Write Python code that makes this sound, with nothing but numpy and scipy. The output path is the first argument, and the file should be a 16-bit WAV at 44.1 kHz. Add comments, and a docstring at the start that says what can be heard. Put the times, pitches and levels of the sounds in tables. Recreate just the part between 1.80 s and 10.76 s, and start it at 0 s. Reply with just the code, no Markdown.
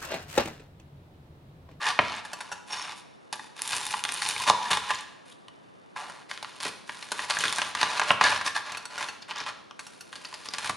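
"""A chef's knife saws through crisp breaded cutlets on a wooden board, close by in a reverberant kitchen. First
a slice is finished: the crust crumbles and cracks by brittle fracture, the blade rasps, knocks on the wood,
ticks and, near 0.9 s, squeaks by stick-slip friction. From 1.7 s it cuts the first cutlet. After 4.1 s come a
soft tap and a sound that fades away; a second cutlet is cut from 5.3 s, its slice freed near 7 s, the next cut
begun at 8 s. Throughout, the board colours the fractures and a near wall echoes them."""
import sys
import numpy as np
from scipy import signal
from scipy.fft import rfft, irfft
from scipy.io import wavfile
from scipy.ndimage import uniform_filter1d

SR = 44100
rng = np.random.default_rng(int(sys.argv[2]) if len(sys.argv) > 2 else 0)


def log_audio(samples):
    """Write samples as a 16-bit WAV file to the path given in sys.argv[1]."""
    # one column per channel
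    frames = np.atleast_2d(samples).T
    # limit to full scale, then quantise
    limited = np.clip(frames, -1, 1)
    pcm = np.round(limited * 32767).astype(np.int16)
    wavfile.write(sys.argv[1], SR, pcm)


N = 395136
TIME = np.arange(N) / SR
BINS = np.maximum(np.arange(N // 2 + 1) * SR / N, 1)
SECOND_CUTLET_S = 4.1

# Levels are relative, ahead of later gains. Body lifts the board's hollow note, crispness the treble.
# spectrum of the room's noise: f/Hz, level/dB
AIR_SPECTRUM = [(25, -22.5), (55, -12.5), (125, 4.5), (220, 6), (600, 3.5), (1200, -2), (3000, -16),
                (7000, -45), (11000, -35.5), (15000, -60.5)]
# pushes of knife or fingers: t/s, length/s, level/dB, swell over the push/dB, body/dB, crispness/dB
PUSHES = [ (0.0, 0.1, -29.5, 9, 2.5, -4), (0.188, 0.2, -35.5, 2.5, -3, -11),
          (0.425, 0.35, -53.5, 0, 10, 2.5), (0.855, 0.086, -49, 19, 0, 11),
          (0.889, 0.24, -39, -5.5, 3, -1.5), (1.147, 0.044, -48, -3.5, -5, 11),
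          (1.518, 0.15, -55.5, -6, 6.5, 10.5), (1.745, 0.11, -45, 13, -2, 6), (1.838, 0.13, -38, 7, 2, 13),
          (1.984, 0.21, -39.5, -1, 0.5, 10), (2.248, 0.26, -35.5, 12.5, -3.5, 6.5),
          (2.493, 0.15, -36.5, 10, -5, 6), (2.656, 0.027, -25.5, 11, 2.5, 2),
          (2.779, 0.11, -40.5, 10, 2, 1), (2.895, 0.09, -34, -8, 3.5, 5.5), (3, 0.11, -40, 12, 0, -1),
          (3.122, 0.1, -33, -12, -17, -8), (3.441, 0.082, -59, 6, 0, 12),
          (4.154, 0.27, -51, -13.5, 14, 3.5), (4.487, 0.12, -45, -16, -1, 0.5),
          (4.61, 0.32, -48.5, 1, -1, 0), (4.814, 0.072, -35.5, -6.5, 2.5, 7),
          (5.06, 0.24, -48.5, 0.5, 1, 7), (5.301, 0.14, -41, 10, 4, 3.5), (5.478, 0.11, -38, -6.5, 5, 5),
          (5.586, 0.1, -28.5, -7, -9, 0.5), (5.669, 0.23, -37, -2, 1, 1.5),
          (5.955, 0.23, -32.5, -2, 4, -3.5), (6.172, 0.14, -37, 17, 6.5, -4), (6.4, 0.068, -23, 10, 1, -8),
          (6.477, 0.096, -32, -7, 1.5, -0.5), (6.637, 0.039, -29, 7, -4, -1),
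          (6.744, 0.04, -30, -11, 6.5, 1), (6.848, 0.26, -45, -21, 3, -8.5),
          (7.09, 0.15, -41.5, 10.5, 7.5, -2), (7.244, 0.11, -49.5, -10, 2.5, 2),
          (7.4, 0.026, -41.5, 8, -14, -14), (7.477, .035, -35, 2.5, 1.5, -12),
          (7.543, 0.077, -31, 1, -2, -16), (7.652, 0.044, -33, -3.5, 4.5, -8.5),
          (7.996, 0.64, -59.5, -6, 0, 8.5), (8.324, 0.33, -51, 1, 1, 4.5), (8.625, 0.042, -43, 11, -5, 1.5),
          (8.689, 0.19, -42.5, 15, 2.5, 3)]
# bands that colour a fracture: f/Hz, share of body, share of crispness
COLOUR_BANDS = [(300, 0.44, 0.37), (660, 0.92, 0.087), (800, 0.87, 0.14), (1207, 0.68, 0.013),
                (1390, 0.59, 0.066), (3380, 0.21, 0.31), (6300, 0.19, 0.53), (10500, 0.1, 0.98)]
# spectrum of breaking crust: f/Hz, level/dB
CRUST_SPECTRUM = [(35, -50.5), (60, -30), (88, -14.5), (170, -17.5), (300, -14.5), (480, -11.5), (750, -6),
                  (1400, -1.5), (2200, -1), (4500, -2.5), (7700, -10), (10000, -9), (11500, -23.5),
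                  (14500, -52.5)]
# modes of the board under the blade: f/Hz, width/Hz, lift at first cutlet/dB, lift at second/dB
BOARD_MODES = [(610, 96, -0.5, 3.5), (842, 126, 12.5, 7.5), (977, 36, 8, 6), (1050, 150, 7.5, 7),
               (1162, 36, 7, 6.5), (1400, 59, 2.5, 4.5), (1730, 340, 3.5, 3), (2494, 180, 3.5, 3),
               (2870, 190, 5, 2.5), (3617, 180, 6.5, 3.5), (4200, 310, 0.5, 2)]
# reverberation of the kitchen: f/Hz, level/dB, T60/s
REVERB_BANDS = [(100, 1, 0.61), (260, -0.5, 0.78), (420, -1, 0.41), (700, -9, 0.79), (1463, -6.5, 0.71),
                (4000, -8, 0.77), (9840, -9.5, 0.59)]
# the blade rubs on food and wood: t/s, level/dB, Gaussian width/s, f/Hz, bandwidth/Hz
RASPS = [(0.064, -31.5, 0.033, 1785, 281), (0.08, -36.5, 0.047, 1140, 220),
         (2.608, -29.5, 0.0054, 1000, 160), (2.678, -24.5, 0.0099, 980, 240), (2.746, -31, 0.013, 976, 180),
         (2.8, -36.5, 0.022, 950, 160), (2.878, -34, 0.02, 950, 140), (2.856, -37, 0.013, 1780, 200),
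         (3.103, -29, 0.004, 1790, 240), (3.117, -34.5, 0.026, 1000, 201), (3.524, -51, 0.0056, 3480, 910),
         (6.333, -35, 0.04, 1060, 222), (6.462, -25.5, 0.013, 1700, 200), (6.525, -29.5, 0.0086, 1680, 180),
         (6.674, -36, 0.019, 1080, 130), (6.677, -35.5, 0.013, 1800, 200),
         (6.764, -29.5, 0.0068, 1705, 220)]
# large flakes break: t/s, level/dB, crispness/dB, time constant/s, flake f/Hz, ring level/dB
LARGE_CRACKS = [(0.0857, -50, 7, 0.0034, 5200, -33), (0.4504, -45, 11, 0.0053, 1730, -42.5),
                (1.093, -34, -11, 0.0057, 2670.0, -46), (1.527, -29.5, 6, 0.0042, 6330, -43.0),
                (1.595, -37, -21, 0.0012, 1930, -44), (1.792, -32, -15, 0.003, 10340.0, -49),
                (1.8195, -38.5, 28, 0.00036, 10240, -44), (1.877, -45.5, 29, 0.0009, 10100, -43),
                (1.9315, -27, -7, 0.0044, 4450, -32.5), (2.066, -36.5, 18, 0.0012, 9390.0, -43),
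                (2.1387, -21, -27, 0.0024, 2420, -33.5), (2.239, -32, 6, 0.00065, 9100, -31),
                (2.251, -23, -6, 0.0017, 3650, -48), (2.2904, -25.5, -6, 0.003, 3530.0, -37),
                (2.3215, -34, 7, 0.002, 9500, -33), (2.3405, -52, 35, 0.00027, 9400, -47),
                (2.4205, -24.5, -9, 0.00067, 4540, -33), (2.462, -28, 1, 0.005, 4000, -36),
                (2.4887, -30, 15, 0.00049, 8960.0, -45), (2.5633, -22.5, -33, 0.0011, 2200, -31),
                (2.677, -25, -6, 0.0053, 3600, -29), (2.6845, -41, -14, 0.0024, 1600, -31),
                (2.6992, -22, 4, 0.00076, 3500, -26), (2.908, -24.5, -10, 0.0058, 1700, -26),
                (2.913, -22.5, -5, 0.0062, 1560, -31), (2.918, -35, 14, 0.002, 3730, -34),
                (2.931, -22, -4, 0.0031, 3840, -29), (2.971, -23, -6, 0.0017, 2880, -31),
                (3.105, -19, -10, 0.0047, 1850, -34), (3.683, -44, -8, 0.001, 3000, -46.5),
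                (4.2985, -48, 4, 0.0012, 1310, -48), (4.496, -48, 4, 0.00073, 2150, -53),
                (4.5135, -30.5, -11, 0.0011, 2130, -40.5), (4.5759, -35.5, -13, 0.00084, 3300, -42.5),
                (4.6274, -37.5, 5, 0.0026, 4820.0, -49.0), (4.6463, -30.5, -21.0, 0.00088, 1980.0, -54),
                (4.8025, -33, 1, 0.0063, 4850, -41), (4.8553, -33, -8, 0.0043, 1450, -36),
                (5.0943, -29, -20, 0.0018, 1640.0, -37.5), (5.2261, -37, 0, 0.005, 4250, -44),
                (5.318, -28.5, 9, 0.0029, 1470, -33), (5.3921, -24, -24, 0.0027, 1780, -35),
                (5.499, -23.5, -1, 0.0061, 8100, -35), (5.508, -26, -12, 0.0012, 4700, -28),
                (5.569, -30, -7, 0.0018, 1660, -27.5), (5.588, -31.5, 7, 0.001, 6890.0, -32),
                (5.6378, -20, -20, 0.0031, 1730, -25), (5.6537, -17, -10, 0.0027, 1580, -30.5),
                (5.681, -26, -1, 0.00092, 3430, -32), (5.726, -28.5, 6.5, 0.0017, 3360.0, -35),
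                (5.7605, -37, 11, 0.00061, 7500, -48.0), (5.7836, -27, 3, 0.0057, 1640, -26),
                (5.8172, -21, -11, 0.0033, 2900, -28), (5.9501, -22.5, -7.5, 0.0031, 1630, -29),
                (6.0139, -24, -5, 0.002, 5040, -31), (6.0297, -17, -8.5, 0.0025, 1380, -39),
                (6.1964, -22, -4, 0.0024, 1640.0, -31), (6.216, -19.5, -25, 0.004, 1660, -55),
                (6.4111, -12.5, -25.5, 0.0026, 1790, -22), (6.443, -27, -20, 0.006, 1700, -25),
                (6.52, -20.5, -24, 0.0052, 2580.0, -31), (6.561, -28, -17, 0.004, 2580.0, -43),
                (6.6124, -28.5, -8, 0.0027, 1630, -32), (6.948, -31.5, -13, 0.0024, 2400, -40),
                (7.2085, -33, -3, 0.005, 1700, -33.5), (7.2275, -36, 2, 0.0023, 1680, -42),
                (7.5097, -29.5, -21, 0.0047, 2800, -34.5), (7.9104, -36.5, -17, 0.00055, 2720, -50),
                (8.3277, -36.5, -5, 0.0041, 1720.0, -45.5), (8.3557, -39, 2, 0.0069, 4480.0, -44),
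                (8.448, -38, -4, 0.0031, 2580, -45), (8.4525, -41, -6, 0.0034, 4730, -39),
                (8.527, -43, -5, 0.0016, 1020, -42.5), (8.5405, -37, 1, 0.0039, 4800, -41.5),
                (8.687, -37, -6, 0.0012, 5100, -34.5), (8.7365, -27.5, -4, 0.0034, 4950, -33.5),
                (8.7837, -31.5, 1.5, 0.0021, 6260, -38.5), (8.8445, -34.5, 4, 0.0072, 1450, -33.5),
                (8.895, -29.5, 6, 0.0054, 2170, -35)]
# the edge hits the board: t/s, level/dB, low f/Hz, high f/Hz, resonance (0-1), thud re contact/dB
IMPACTS = [(0.19, -16.5, 555, 3200, 0, -18.5), (0.1935, -19, 480, 2210, 0, -11),
           (2.677, -28.5, 420, 1100, 0.5, -16.5), (2.6995, -14, 554, 1460, 0.8, -25),
           (4.627, -39, 300, 893, 1, -33), (4.855, -39, 352, 745, 0.2, -13),
           (6.3059, -14.3, 730, 2340, 0.8, -20), (6.313, -20, 740, 1350, 0.9, -33),
           (6.412, -16.5, 700, 2300, 0.8, -32), (8.897, -26.5, 700, 1240, 0.7, -13.5)]
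# light touches on the free blade: t/s, level/dB, crispness/dB, time constant/s
TOUCHES = [(0.532, -32, -3.5, .003), (0.6056, -36, -7, .007), (0.716, -34, -8, .008),
           (0.7238, -32, -11, .004), (4.1623, -36, -25, .007), (6.919, -30, -10.5, .004),
           (6.971, -32, -3, .004), (7.0542, -36.5, -2.5, .0025), (7.1787, -34, -1, .005),
           (7.286, -27, -16, .004), (7.9927, -33.5, -7, .005), (8.0667, -40.5, 0, 0.0049),
           (8.208, -43, 7.5, .004)]
# modes of the steel blade: f/Hz, level/dB
BLADE_MODES = [(1405, 0.5), (2700, 5), (3730, 3.5), (4400, 2.5), (5500, 1.5), (5820, 2), (6400, 1),
               (6800, -4), (7540, 2), (8030, 1), (8300, -9), (8800, 3.5), (10050, 0), (10350, -5.5),
               (11750, -12.5)]
# the blade sticks and slips on moist food: t/s, level/dB, Gaussian width/s
SQUEAK_SPURTS = [(0.91, -43, 0.0035), (0.93, -34.5, 0.0063), (0.946, -46, .006), (0.988, -38.5, 0.0086),
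                 (1.023, -37, .006)]
# blade modes driven by the squeak: f/Hz, level/dB
SQUEAK_MODES = [(3620, -9), (5510, 1.5), (6440, -9), (9030, -12), (10120, -17)]


def undb(db):
    """Amplitude ratio: tenfold for every 20 dB."""
    return 10 ** (np.asarray(db) / 20)


def spectrum_db(hz, points):
    """Interpolation of (f/Hz, level/dB) points on a logarithmic frequency axis."""
    f, db = np.transpose(points)
    return np.interp(np.log(hz), np.log(f), db)


def unit(x):
    """Normalisation to unit energy."""
    return x / np.sqrt(np.sum(x ** 2))


def band(x, centres, index):
    """Complementary filtering: one of a set of overlapping bands that sum to the whole."""
    weights = np.interp(np.log(BINS), np.log(centres), np.arange(len(centres)) == index)
    return irfft(rfft(x) * weights, N)


def ring(x, response):
    """Convolution: a linear system answers every sample with its impulse response."""
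    return signal.fftconvolve(x, response)[:N]


def impulse_size(db):
    """Equal energy: the impulse that has this level when spread over 10 ms."""
    return undb(db) * np.sqrt(SR / 100)


def room_air(mid_db=-59.5, side_db=6.0):
    """Diffuse field: faint steady noise that differs between the ears."""
    mid, side = irfft(rfft(rng.standard_normal((2, N))) * undb(spectrum_db(BINS, AIR_SPECTRUM)), N)
    side *= undb(side_db)
    return undb(mid_db) / mid.std() * np.array([mid + side, mid - side])


def effort(times, attack_s=0.021, release_s=0.017, stray_crumbs_db=-64.5):
    """Power addition: level of the overlapping pushes, with power-weighted body and crispness, in dB."""
    start, length, db, swell_db, body_db, crisp_db = np.transpose(PUSHES)
    t = np.asarray(times)[:, None] - start
    envelope = np.clip(t / attack_s, 0, 1) * np.exp(-np.maximum(t - length, 0) / release_s)
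    power = (envelope * undb(db + swell_db * (np.clip(t / length, 0, 1) - .5))) ** 2
    total = power.sum(axis=1) + undb(stray_crumbs_db) ** 2
    return 10 * np.log10(total), power @ body_db / total, power @ crisp_db / total


def crumbling(gain_db=-0.12, per_s=2700, clump_s=.003, colour_db=2.0):
    """Brittle fracture as a Poisson process: tiny breaks, clumped in size, less even in dry crust."""
    breaks = rng.random(N) < per_s / SR
    times = TIME[breaks]
    level_db, body_db, crisp_db = effort(times)
    clumps, hollow, bright = (np.interp(times / clump_s, np.arange(N), row)
                              for row in rng.standard_normal((3, N)))
    uneven = np.clip(0.5 + 0.03 * crisp_db, .3, 2)
    size = np.zeros(N)
    size[breaks] = undb(uneven * (6 * rng.standard_normal(N)[breaks] + 4 * clumps))
    # the hand's effort sets the energy that the fractures share
    size /= np.sqrt(np.abs(uniform_filter1d(size ** 2, size=3600)) + 1e-9)
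    return np.column_stack([times, size[breaks] * undb(level_db + gain_db),
                            body_db + colour_db * hollow, crisp_db + colour_db * bright])


def force(fractures, colour_db=2.5):
    """Superposition: each row (t/s, size, body/dB, crispness/dB) adds an impulse of its own colour."""
    s, size, body_db, crisp_db = fractures.T
    at = np.clip(s * SR, 0, N - 1).astype(int)
    size = size * rng.choice([-1, 1], len(s))
    centres = [row[0] for row in COLOUR_BANDS]
    out = np.zeros(N)
    for k, (_, body, crisp) in enumerate(COLOUR_BANDS):
        gain = undb(body * body_db + crisp * crisp_db + colour_db * rng.standard_normal(len(s)))
        out += band(np.bincount(at, size * gain, N), centres, k)
    return out


def board_response(spectrum, cutlet, resonance=1, size=2048):
    """Resonance: a minimum-phase click whose spectrum is lifted at the board's modes under one cutlet."""
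    hz = np.maximum(np.arange(size // 2 + 1) * SR / size, 1)
    lift_db = sum(lifts[cutlet] / (1 + (2 * (hz - f) / width) ** 2) for f, width, *lifts in BOARD_MODES)
    cepstrum = irfft(np.log(undb(spectrum_db(hz, spectrum) + resonance * lift_db)))
    # folding the cepstrum makes the click causal
    cepstrum[1:size // 2] *= 2
    cepstrum[size // 2 + 1:] = 0
    return unit(irfft(np.exp(rfft(cepstrum))))


def kitchen(x, build_s=0.0023, early_s=0.0041):
    """Reverberation: early reflections off the worktop, then a diffuse tail strongest in the bass."""
    centres = [row[0] for row in REVERB_BANDS]
    swell = 1 - np.exp(-(TIME / build_s) ** 2)
    heard = []
    for tail_db, early_db in [(0, -14), (-8.5, -17)]:  # mid, side
        noise = rng.standard_normal(N)
        tail = sum(undb(db) * band(noise, centres, k) * unit(swell * np.exp(-np.log(1000) * TIME / t60))
                   for k, (_, db, t60) in enumerate(REVERB_BANDS))
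        early = unit(rng.standard_normal(N) * TIME * np.exp(-TIME / early_s))
        heard.append(ring(x, (undb(tail_db) * tail + undb(early_db) * early)[:SR]))
    mid, side = heard
    return np.array([mid + side, mid - side])


def wall_echo(x, echo_db=-9.5, dull_hz=2600, delay_s=.00684):
    """Interference: one dull, delayed reflection comb-filters the direct sound it is added to."""
    delayed = rfft(x) * np.exp(-2j * np.pi * BINS * delay_s)
    return undb(echo_db) * irfft(delayed / (1 + (BINS / dull_hz) ** 4), N)


def rasping():
    """Forced vibration: each spurt of uneven friction drives one resonance of blade or board."""
    out = np.zeros(N)
    slips = rfft(rng.standard_normal(N))
    for s, db, width_s, hz, width_hz in RASPS:
        tone = irfft(slips / (1 + (2 * (BINS - hz) / width_hz) ** 4), N)
        spurt = np.exp(-.5 * ((TIME - s) / width_s) ** 2)
        out += undb(db) * unit(tone * spurt) * np.sqrt(np.sum(spurt ** 2))
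    return out


def small_cracks(count=260, threshold_db=-50, spread_db=3.5, length_s=.0014, flake_hz=3600):
    """Fracture under load: small flakes snap oftener and louder under a hard push, faster when dry."""
    moments = np.linspace(0, TIME[-1], count * 20)
    load = np.cumsum(np.maximum(effort(moments)[0] - threshold_db, 0))
    times = np.interp(rng.random(count) * load[-1], load, moments)
    level_db, _, crisp_db = effort(times)
    louder, brighter, longer, higher = rng.standard_normal((count, 4)).T
    db = level_db - 4 + spread_db * np.minimum(louder, .5)
    lengths = length_s * undb(3 * longer - 0.4 * np.clip(crisp_db, 0, 16))
    hz = np.minimum(flake_hz * 2 ** (0.55 * higher), 10000)
    # same columns as LARGE_CRACKS
    return np.column_stack([times, db, crisp_db + spread_db * np.minimum(brighter, 1), lengths, hz, db - 5])


def avalanches(events, spread_db=4.5, bunching=1.3, count=48):
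    """Avalanche: each event is a burst of impulses that thins out; the push couples it to the board."""
    rows = []
    _, bodies_db, _ = effort([row[0] for row in events])
    for (s, db, crisp_db, length_s, *_), body_db in zip(events, bodies_db):
        turn = (np.arange(count) + rng.random(count)) / count
        wait = (-np.log(1 - .95 * turn)) ** bunching
        size = unit(undb(spread_db * rng.standard_normal(count)) * np.exp(-.15 * wait))
        rows.append(np.column_stack([s + length_s * wait, size * impulse_size(db),
                                     np.full(count, body_db), np.full(count, crisp_db)]))
    return np.vstack(rows)


def flakes(cracks, t60_cycles=22, top_hz=11500, size=2048):
    """Damped free vibration: each flake that tears off rings briefly at its natural frequency."""
    out, t = np.zeros(N + size), TIME[:size]
    for s, _, _, length_s, hz, db in cracks:
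        tearing = rng.standard_normal(size) * np.exp(-t / length_s)
        mode = np.sin(2 * np.pi * hz * t) * np.exp(-np.log(1000) * hz * t / t60_cycles)
        at = int(s * SR)
        out[at:at + size] += impulse_size(db) * unit(ring(tearing, mode)[:size])
    return signal.sosfilt(signal.butter(6, top_hz, fs=SR, output="sos"), out[:N])


def knocks(contact_s=0.0014, soft_hz=3600, thud_hz=(95, 330)):
    """Impact: a short rough contact, cushioned by food, excites the wood; the whole board thuds."""
    out, t = np.zeros(N), TIME[:SR // 4]
    heavy = signal.butter(2, thud_hz, "band", fs=SR, output="sos")
    thud = unit(signal.sosfilt(heavy, signal.unit_impulse(len(t))))
    soft = signal.butter(3, soft_hz, fs=SR, output="sos")
    for s, db, low_hz, high_hz, resonance, thud_db in IMPACTS:
        cushion = signal.butter(2, [low_hz, max(high_hz, 1.5 * low_hz)], "band", fs=SR, output="sos")
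        roughness = rng.standard_normal(len(t)) * np.exp(-t / contact_s)
        contact = signal.sosfilt(np.vstack([cushion, soft]), roughness)
        board = board_response([(1, 0)], int(s > SECOND_CUTLET_S), resonance)  # flat but for the modes
        wood = ring(contact, board)[:len(t)]
        blow = impulse_size(db) * (unit(wood) + undb(thud_db) * thud)
        at = int(s * SR)
        out[at:at + len(t)] += blow[:N - at]
    return out


def blade_response(t60_s=.024, spot_db=2.5, detune=.012):
    """Normal modes of steel damped by the grip: the spot touched weights and slightly detunes them."""
    t = TIME[:SR // 4]
    modes = np.zeros(len(t))
    for hz, db in BLADE_MODES:
        gain = undb(db + spot_db * rng.standard_normal()) * rng.choice([-1, 1])
        modes += gain * np.sin(2 * np.pi * hz * (1 + detune * rng.standard_normal()) * t)
    return unit(modes * np.exp(-np.log(1000) * t / t60_s))


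def crust_and_ticks(wood_db=-2.5, steel_db=-3, touch_wood_db=-3, flake_db=-1, spots=3):
    """Source and resonator: fractures and touches drive the board, touches the blade; flakes ring."""
    touches = force(avalanches(TOUCHES))
    cracks = np.vstack([LARGE_CRACKS, small_cracks()])
    drive = force(np.vstack([crumbling(), avalanches(cracks)])) + undb(touch_wood_db) * touches
    cutlet = TIME > SECOND_CUTLET_S
    wood = sum(ring(drive * (cutlet == k), board_response(CRUST_SPECTRUM, k)) for k in range(2))
    # successive touches land on different spots of the blade
    spot = np.searchsorted([row[0] for row in TOUCHES], TIME) % spots
    steel = sum(ring(touches * (spot == k), blade_response()) for k in range(spots))
    return undb(wood_db) * wood + undb(steel_db) * steel + undb(flake_db) * flakes(cracks)


def squeaking(waver_hz=35, stutter_db=4.0, slip_s=.0025):
    """Stick-slip friction sustains the blade's modes at a nearly steady pitch in stuttering spurts."""
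    spurts = sum(undb(db) * np.exp(-.5 * ((TIME - s) / width_s) ** 2) for s, db, width_s in SQUEAK_SPURTS)
    out = np.zeros(N)
    for hz, db in SQUEAK_MODES:
        waver, grip = (np.interp(TIME / slip_s, np.arange(N), row) for row in rng.standard_normal((2, N)))
        out += undb(db + stutter_db * grip) * np.sin(2 * np.pi * np.cumsum(hz + waver_hz * waver) / SR)
    return spurts * out


def scene():
    """Direct plus reflected sound: central sources, stripped of deep bass, and the kitchen."""
    deep_cut = signal.butter(4, 62, "high", fs=SR, output="sos")
    direct = signal.sosfilt(deep_cut, crust_and_ticks() + knocks() + rasping() + squeaking())
    return direct + wall_echo(direct) + kitchen(direct) + room_air()


def record(dry):
    """Band limiting and clipping: a bass cut, a narrow treble notch, peaks held, then a top cut."""
    bass_cut = signal.butter(2, 45, "high", fs=SR)
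    notch = signal.iirnotch(7820, Q=30, fs=SR)
    top_cut = signal.ellip(8, .2, 70, 15500, fs=SR, output="sos")
    filtered = signal.lfilter(*notch, signal.lfilter(*bass_cut, dry))
    return signal.sosfilt(top_cut, np.clip(filtered, -1, 1))


dry = scene()
out = record(dry)
log_audio(out)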